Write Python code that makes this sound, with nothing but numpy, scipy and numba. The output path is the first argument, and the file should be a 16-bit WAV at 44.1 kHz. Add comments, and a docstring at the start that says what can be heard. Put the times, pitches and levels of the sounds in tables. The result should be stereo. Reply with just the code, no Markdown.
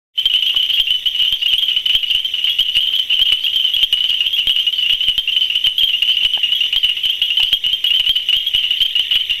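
"""Reed frogs call at night among wet leaves, each vocal sac ringing a short rising whistle near 3 kHz.
Two sit close to a small camera, over a dozen more around it, all echoed by stems and leaves.
Behind them: a blurred far chorus, one faint higher voice, soft knocks on leaves, a low hiss.
The camera's gain control ducks and thumps at the nearest calls, its blocks of sound tick at
their seams, and its clocks add faint high images."""
import sys
import numpy as np
from scipy import signal
from scipy.fft import rfft, irfft
from scipy.io import wavfile
from numba import njit

SR = 44100
rng = np.random.default_rng(int(sys.argv[2]) if len(sys.argv) > 2 else 0)


def log_audio(samples):
    """Write samples as a 16-bit WAV file to the path given in sys.argv[1]."""
    # one column per channel
    frames = np.atleast_2d(samples).T
    # limit to full scale, then quantise
    limited = np.clip(frames, -1, 1)
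    pcm = np.round(limited * 32767).astype(np.int16)
    wavfile.write(sys.argv[1], SR, pcm)


N = 414540
TIME_S = np.arange(N) / SR


def amp(db):
    """Decibels to gain."""
    return 10 ** (np.asarray(db) / 20)


def unit(x):
    """Scale to rms 1."""
    return x / np.sqrt(np.mean(abs(x) ** 2) + 1e-20)


def colour(x, points):
    """Filter by (freq_hz, gain_db) points."""
    hz, db = np.transpose(points)
    bins_hz = np.fft.rfftfreq(N, 1 / SR)
    return irfft(rfft(x) * amp(np.interp(np.log(bins_hz + 1), np.log(hz), db)), N)


def waver(size, corner_hz):
    """Low-passed noise, rms 1."""
    bins_hz = np.fft.rfftfreq(size, 1 / SR)
    return unit(irfft(rfft(rng.standard_normal(size)) / (1 + (bins_hz / corner_hz) ** 2), size))


def noise_pair(shared):
    """Stereo white noise, partly correlated."""
    return np.sqrt(shared) * rng.standard_normal(N) + np.sqrt(1 - shared) * rng.standard_normal((2, N))


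def add(mix, start_s, sound):
    """Mix a sound in at start_s."""
    part = mix[:, max(round(start_s * SR), 0):][:, :sound.shape[1]]
    part += sound[:, :part.shape[1]]


# Noise floor spectrum: freq_hz, gain_db
HISS_SPECTRUM = [(65, 11), (150, 0.5), (500, 1), (750, -6.5), (5000, -7.5), (12000, -7.5)]


def hiss(level_db=-48):
    """Steady hiss, strongest in the bass."""
    return amp(level_db) * unit(colour(noise_pair(0.56), HISS_SPECTRUM))


# Far chorus spectrum: freq_hz, gain_db
WASH_SPECTRUM = [(1500, -50.5), (1900, -50), (2500, -27.5), (2950, 11.5), (3250, 1.5), (3600, 1.5),
                 (4100, -50), (5200, -26), (6100, -12.5), (7200, -74)]
# Spectrum of far pips and near larynx snaps: freq_hz, gain_db
RATTLE_SPECTRUM = [(1400, -34), (1900, -10.5), (2400, -3), (3000, 4.5), (3600, 5), (4100, -13.5),
                   (6000, -41.5)]
# Far rattle envelope: time_s, level_db
RATTLE_LEVELS = [(.2, -39.5), (5.8, -42), (6.6, -36), (7.3, -39.5), (8.2, -39.5), (8.7, -35), (9.4, -32.5)]


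def far_chorus(wash_db=-33, rattle_gain_db=5, pips_per_pitch_per_s=30, pip_t60_s=0.0089):
    """Countless distant calls melt into a wash, edged with a rattle of tiny pips."""
    wash = unit(colour(noise_pair(.5), WASH_SPECTRUM)) * amp(wash_db + 3 * waver(N, corner_hz=12))
    t, pips = np.arange(1000) / SR, np.zeros((2, N))
    for pitch_hz in np.geomspace(1800, 4200, 24):
        phase = 2 * np.pi * pitch_hz * t + 2 * rng.random((2, 1))
        pip = t * amp(-60 * t / pip_t60_s) * np.sin(phase)
        for start_s in rng.uniform(0, N / SR, int(pips_per_pitch_per_s * N / SR)):
            add(pips, start_s, pip)
    rattle_db = rattle_gain_db + np.interp(TIME_S, *np.transpose(RATTLE_LEVELS))
    return wash + amp(rattle_db) * unit(colour(pips, RATTLE_SPECTRUM))


# Knocks on leaves: start_s, level_db, pitch_hz
LEAF_KNOCKS = [(.545, -28, 1116), (2.9, -38, 1300), (6.228, -34.5, 765), (6.375, -26.5, 830),
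               (7.399, -28, 874)]


def leaf_knocks(t60_s=0.03, octave_db=-5, roughness=0.82):
    """A struck leaf rings in two hollow, quickly damped resonances."""
    out, t = np.zeros((2, N)), np.arange(2000) / SR
    for start_s, level_db, pitch_hz in LEAF_KNOCKS:
        phase = 2 * np.pi * pitch_hz * t
        ring = np.sin(phase) + amp(octave_db) * np.sin(2 * phase)
        envelope = amp(level_db - 60 * t / t60_s) * (1 + roughness * waver(len(t), pitch_hz / 2))
        add(out, start_s, (envelope * ring)[None])
    return out


def whistle(pitch_hz, length_s, rasp=0.17, second_db=-38, third_db=-45, attack_s=0.00073, sag=.18,
            glide_hz_per_s=6300, rasp_hz=230, jitter_hz=45):
    """The vocal sac rings at one rising, rough tone that starts hard and sags."""
    t = np.arange(int(length_s * SR)) / SR
    sweep_hz = pitch_hz + glide_hz_per_s * (t - length_s / 2) + jitter_hz * waver(len(t), rasp_hz)
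    phase = 2 * np.pi * np.cumsum(sweep_hz) / SR
    tone = np.sin(phase) + amp(second_db) * np.sin(2 * phase) + amp(third_db) * np.sin(3 * phase)
    progress = t / length_s
    envelope = np.minimum(t / attack_s, 1) * (1 - progress ** 3) * np.exp(sag * (1 - 2 * progress))
    return envelope * (1 + rasp * waver(len(t), rasp_hz)) * tone


def reed_echoes(sound, t60_s=0.24, stereo_spread=0.58, span_samples=6000, count=60):
    """Stems and leaves scatter a call into random echoes; energy per channel is kept on average."""
    delays = rng.integers(130, span_samples, count)
    gains = rng.standard_normal(count) + stereo_spread * rng.standard_normal((2, count))
    taps = np.zeros((2, span_samples))
    taps[:, delays] = gains * amp(-60 * delays / SR / t60_s)
    echo = signal.fftconvolve(sound[None], taps, axes=1)
    return echo * np.sqrt(2 * np.sum(sound ** 2) / np.sum(echo ** 2))


def high_caller(first_s=.71, period_s=.672, pitch_hz=4650, length_s=0.065, level_db=-44):
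    """One faint, higher, hoarser voice on its own steady beat."""
    out = np.zeros((2, N))
    for start_s in np.arange(first_s, N / SR, period_s):
        call = whistle(pitch_hz, length_s, rasp=0.75, jitter_hz=200)
        add(out, start_s, amp(level_db) * reed_echoes(call))
    return out


def bank_frogs(level_db=-19, spread_db=4, pitch_hz=3020, spread_hz=170, delay_s=.011, spread_s=.017):
    """Each call of the quieter near frogs draws one from further along the bank, heard as echoes."""
    out = np.zeros((2, N))
    for cue_s in np.concatenate([starts_s for _, db, *_, starts_s in NEAR_FROGS if db < -6]):
        late, tune, effort = rng.uniform(-1, 1, 3)
        call = amp(level_db + spread_db * effort) * whistle(pitch_hz + spread_hz * tune, length_s=.03)
        add(out, cue_s + delay_s + spread_s * late, reed_echoes(call))
    return out


def pan(sound, left_db, lead_s):
    """Direct path: a level and time offset between the channels."""
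    t = np.arange(len(sound)) / SR
    return np.array([amp(ear * left_db) * np.interp(t + ear * lead_s / 2, t, sound) for ear in (1, -1)])


# One frog per row, the two loudest and closest first:
# pitch_hz, level_db, length_s, pan_left_db, starts_s
NEAR_FROGS = [ (3183, -0.66, .026, -1.54, [.2555, 0.7986, 1.3247, 1.9512, 2.6062, 3.2143, 3.8296, 4.4714, 5.179, 5.833, 6.762, 7.5287, 8.0934, 8.816]),
              (2987, -2.5, .028, 0.13, [0.338, .9051, 1.5349, 2.148, 2.7682, 3.3215, 3.9263, 4.4943, 5.0845, 5.6695, 6.2503, 6.845, 7.4325, 7.9966, 8.5487, 9.1555]),
              (2996, -9, .028, 2, [.423, 1.057, 1.763, 2.586, 3.191, 3.764, 4.379, 4.924, 5.554, 6.077, 6.52, 7.053, 7.664, 8.155, 8.803]),
              (3080, -8.5, .027, -0.4, [.358, 1.222, 1.856, 2.441, 2.99, 3.642, 4.04, 5.035, 6.099, 6.83, 7.371, 7.936, 8.577, 8.994]),
              (2884, -9, .027, -0.5, [.492, 1.416, 2.029, 2.47, 3.254, 4.205, 4.896, 6.021, 6.431, 6.888, 7.402, 8.327, 8.953]),
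              (3163, -10, .027, 2.5, [.462, 1.069, 1.622, 2.246, 2.871, 3.557, 4.263, 4.934, 5.641, 6.334, 7.09, 7.73, 8.366, 8.851]),
              (2896, -10, .028, 2, [.773, 1.458, 2.108, 2.749, 3.463, 4.102, 4.666, 5.274, 5.932, 6.606, 7.303, 7.905, 8.635, 9.307]),
              (2964, -9.5, .027, .4, [.298, .7, 1.247, 1.895, 2.683, 3.097, 3.972, 4.561, 5.005, 6.168, 6.726, 7.216, 7.841, 8.287, 8.706]),
              (3010, -9.5, .027, -0.57, [.56, .94, 1.932, 3.286, 4.004, 4.782, 5.363, 5.89, 6.635, 8.062, 9.109]),
              (3108, -10.5, .027, 1.15, [.177, .626, 1.275, 1.681, 2.177, 2.827, 3.595, 4.141, 4.586, 5.409, 5.807, 7.469, 9.199]),
              (3136, -12, .027, 0.4, [.689, 1.19, 1.52, 2.1, 2.595, 3.134, 3.53, 4.726, 5.32, 6.231, 7.034, 7.96, 8.342]),
              (2997, -12.5, .027, .4, [.595, 1.146, 1.503, 1.964, 2.337, 2.929, 3.333, 3.788, 4.824, 5.426, 6.344, 7.687, 8.166, 9.296]),
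              (3280, -11.5, .027, -0.8, [.734, 1.58, 2.494, 2.952, 3.437, 3.735, 4.329, 4.894, 5.78, 6.548, 7.222, 7.864, 8.464, 9.138]),
              (3204, -12.5, .027, 0, [.568, 1.479, 2.804, 3.269, 4.089, 4.505, 5.08, 5.873, 7.427, 8.56]),
              (2937, -13, .027, 0, [.332, 1.201, 2.653, 3.672, 4.239, 5.113, 5.659, 6.845, 7.519, 8.037, 8.536, 9.125]),
              (2880, -13, .027, 0.2, [0.869, 1.703, 2.381, 3.118, 3.815, 4.403, 4.859, 5.499, 6.207, 6.967, 7.638, 8.73])]


def near_frogs(gain_db=-.5, effort_db=0.58, wander_hz=12, sway_db=0.46, sway_s=.00007,
               creep_db_per_s=0.4, echo_db=-5, echo_slope=0.5, snap_db=-16, snap_t60_s=0.052,
               third_db=-43, third_slope=1.38, bright_hz=2980, rasp=0.27, attack_s=.0024):
    """Calls arrive directly and through the reeds; fainter, farther frogs are wetter and duller."""
    out, snap_envelope = np.zeros((2, N)), np.zeros((1, N))
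    for pitch_hz, level_db, length_s, pan_left_db, starts_s in NEAR_FROGS:
        for start_s in starts_s:
            side, stretch, hoarse, effort, tune = rng.uniform(-1, 1, 5)
            # the camera edges forward, which tells most on the nearest frogs
            creep_db = creep_db_per_s * (start_s - N / SR / 2) * amp(level_db)
            call_db = level_db + creep_db + effort_db * effort
            call_hz = pitch_hz + wander_hz * tune
            nearness_db = call_db + 12
            # the overtone rings best at one pitch
            overtone_db = third_db + third_slope * nearness_db - abs(call_hz - bright_hz) / 20
            rise_s = attack_s * amp(-nearness_db)  # distance blunts the start
            call = whistle(call_hz, length_s * (1 + stretch / 10), rasp * (1 + hoarse / 2),
                           third_db=overtone_db, attack_s=rise_s)
            call *= amp(call_db + gain_db)
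            add(out, start_s, pan(call, pan_left_db + side * sway_db, side * sway_s))
            add(out, start_s, amp(echo_db - echo_slope * nearness_db) * reed_echoes(call))
            # the larynx opens with a dry snap
            t = np.arange(len(call)) / SR
            add(snap_envelope, start_s, amp(call_db + snap_db - 60 * t / snap_t60_s)[None])
    return out + snap_envelope * unit(colour(noise_pair(0.71), RATTLE_SPECTRUM))


def scene(left_db=0.78):
    """The chorus, slightly left, over knocks and hiss."""
    chorus = near_frogs() + bank_frogs() + high_caller() + far_chorus()
    return chorus * amp([[left_db], [-left_db]]) + leaf_knocks() + hiss()


@njit
def peak_follower(excess, charge, leak):
    """A capacitor charges quickly on peaks and leaks slowly."""
    out, held = np.zeros(len(excess)), 0.
    for i in range(len(excess)):
        held += charge * max(excess[i] - held, 0.) - leak * held
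        out[i] = held
    return out


def gain_control(x, limit_db=-6.5, attack_s=0.0003, release_s=.056, step_db=0.81, click_db=-19):
    """Peaks duck the gain in steps; each step down clicks. Returns the sound and its control signal."""
    excess_db = np.maximum(20 * np.log10(abs(x).max(0) + 1e-9) - limit_db, 0)
    duck_db = peak_follower(excess_db, 1 / (attack_s * SR), 1 / (release_s * SR))
    stepped_db = step_db * np.floor(duck_db / step_db)
    drop_db = np.maximum(np.diff(stepped_db, prepend=0), 0)
    clicks = amp(click_db) * drop_db * noise_pair(0.52)
    return x * amp(-stepped_db) + clicks, duck_db


def thump(duck_db, leak_db=-40, highpass_hz=7, left_gain=0.18):
    """The control voltage leaks into the sound as a low thump, mostly on the right."""
    pulse = signal.lfilter(*signal.butter(1, highpass_hz, "high", fs=SR), duck_db)
    return amp(leak_db) * pulse * np.array([[left_gain], [1]])


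def block_seams(x, slip_samples=1.11, blocks_per_s=30, first_s=.02977):
    """One sound block per picture; timing slips at each seam, a tick as strong as the sound it cuts."""
    block_phase = (TIME_S - first_s) * blocks_per_s % 1
    return x + slip_samples * (block_phase - .5) * np.gradient(x, axis=1)


def clock_images(x, low_hz=9500, low_db=-47, high_hz=16000, high_db=-37):
    """Two clock tones beat with the frogs and mirror them into the treble."""
    low = amp(low_db) * np.cos(2 * np.pi * low_hz * TIME_S)
    high = amp(high_db) * np.cos(2 * np.pi * high_hz * TIME_S)
    return 2 * x * (low + high)


# Camera frequency response: freq_hz, gain_db
CAMERA_RESPONSE = [(9500, 1.5), (11200, -1), (12150, -0.5), (12750, 17.5), (12950, -14.5), (13400, -25.5),
                   (14300, -37.5)]


def record(dry, ceiling=0.85, open_s=.132, fade_s=0.062, cutoff_hz=14400):
    """Camera chain: gain control, seams, overload, clock images, thump, response, fade-in, low-pass."""
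    wet, duck_db = gain_control(dry)
    wet = block_seams(wet)
    wet = wet / (1 + (wet / ceiling) ** 8) ** (1 / 8)  # soft overload
    wet = colour(wet + clock_images(wet) + thump(duck_db), CAMERA_RESPONSE)
    wet *= np.clip((TIME_S - open_s) / fade_s, 0, 1) ** 2
    lowpass = signal.firwin(511, cutoff_hz, window=("kaiser", 9), fs=SR)
    return signal.oaconvolve(wet, lowpass[None], "same")


dry = scene()
out = record(dry)
log_audio(out)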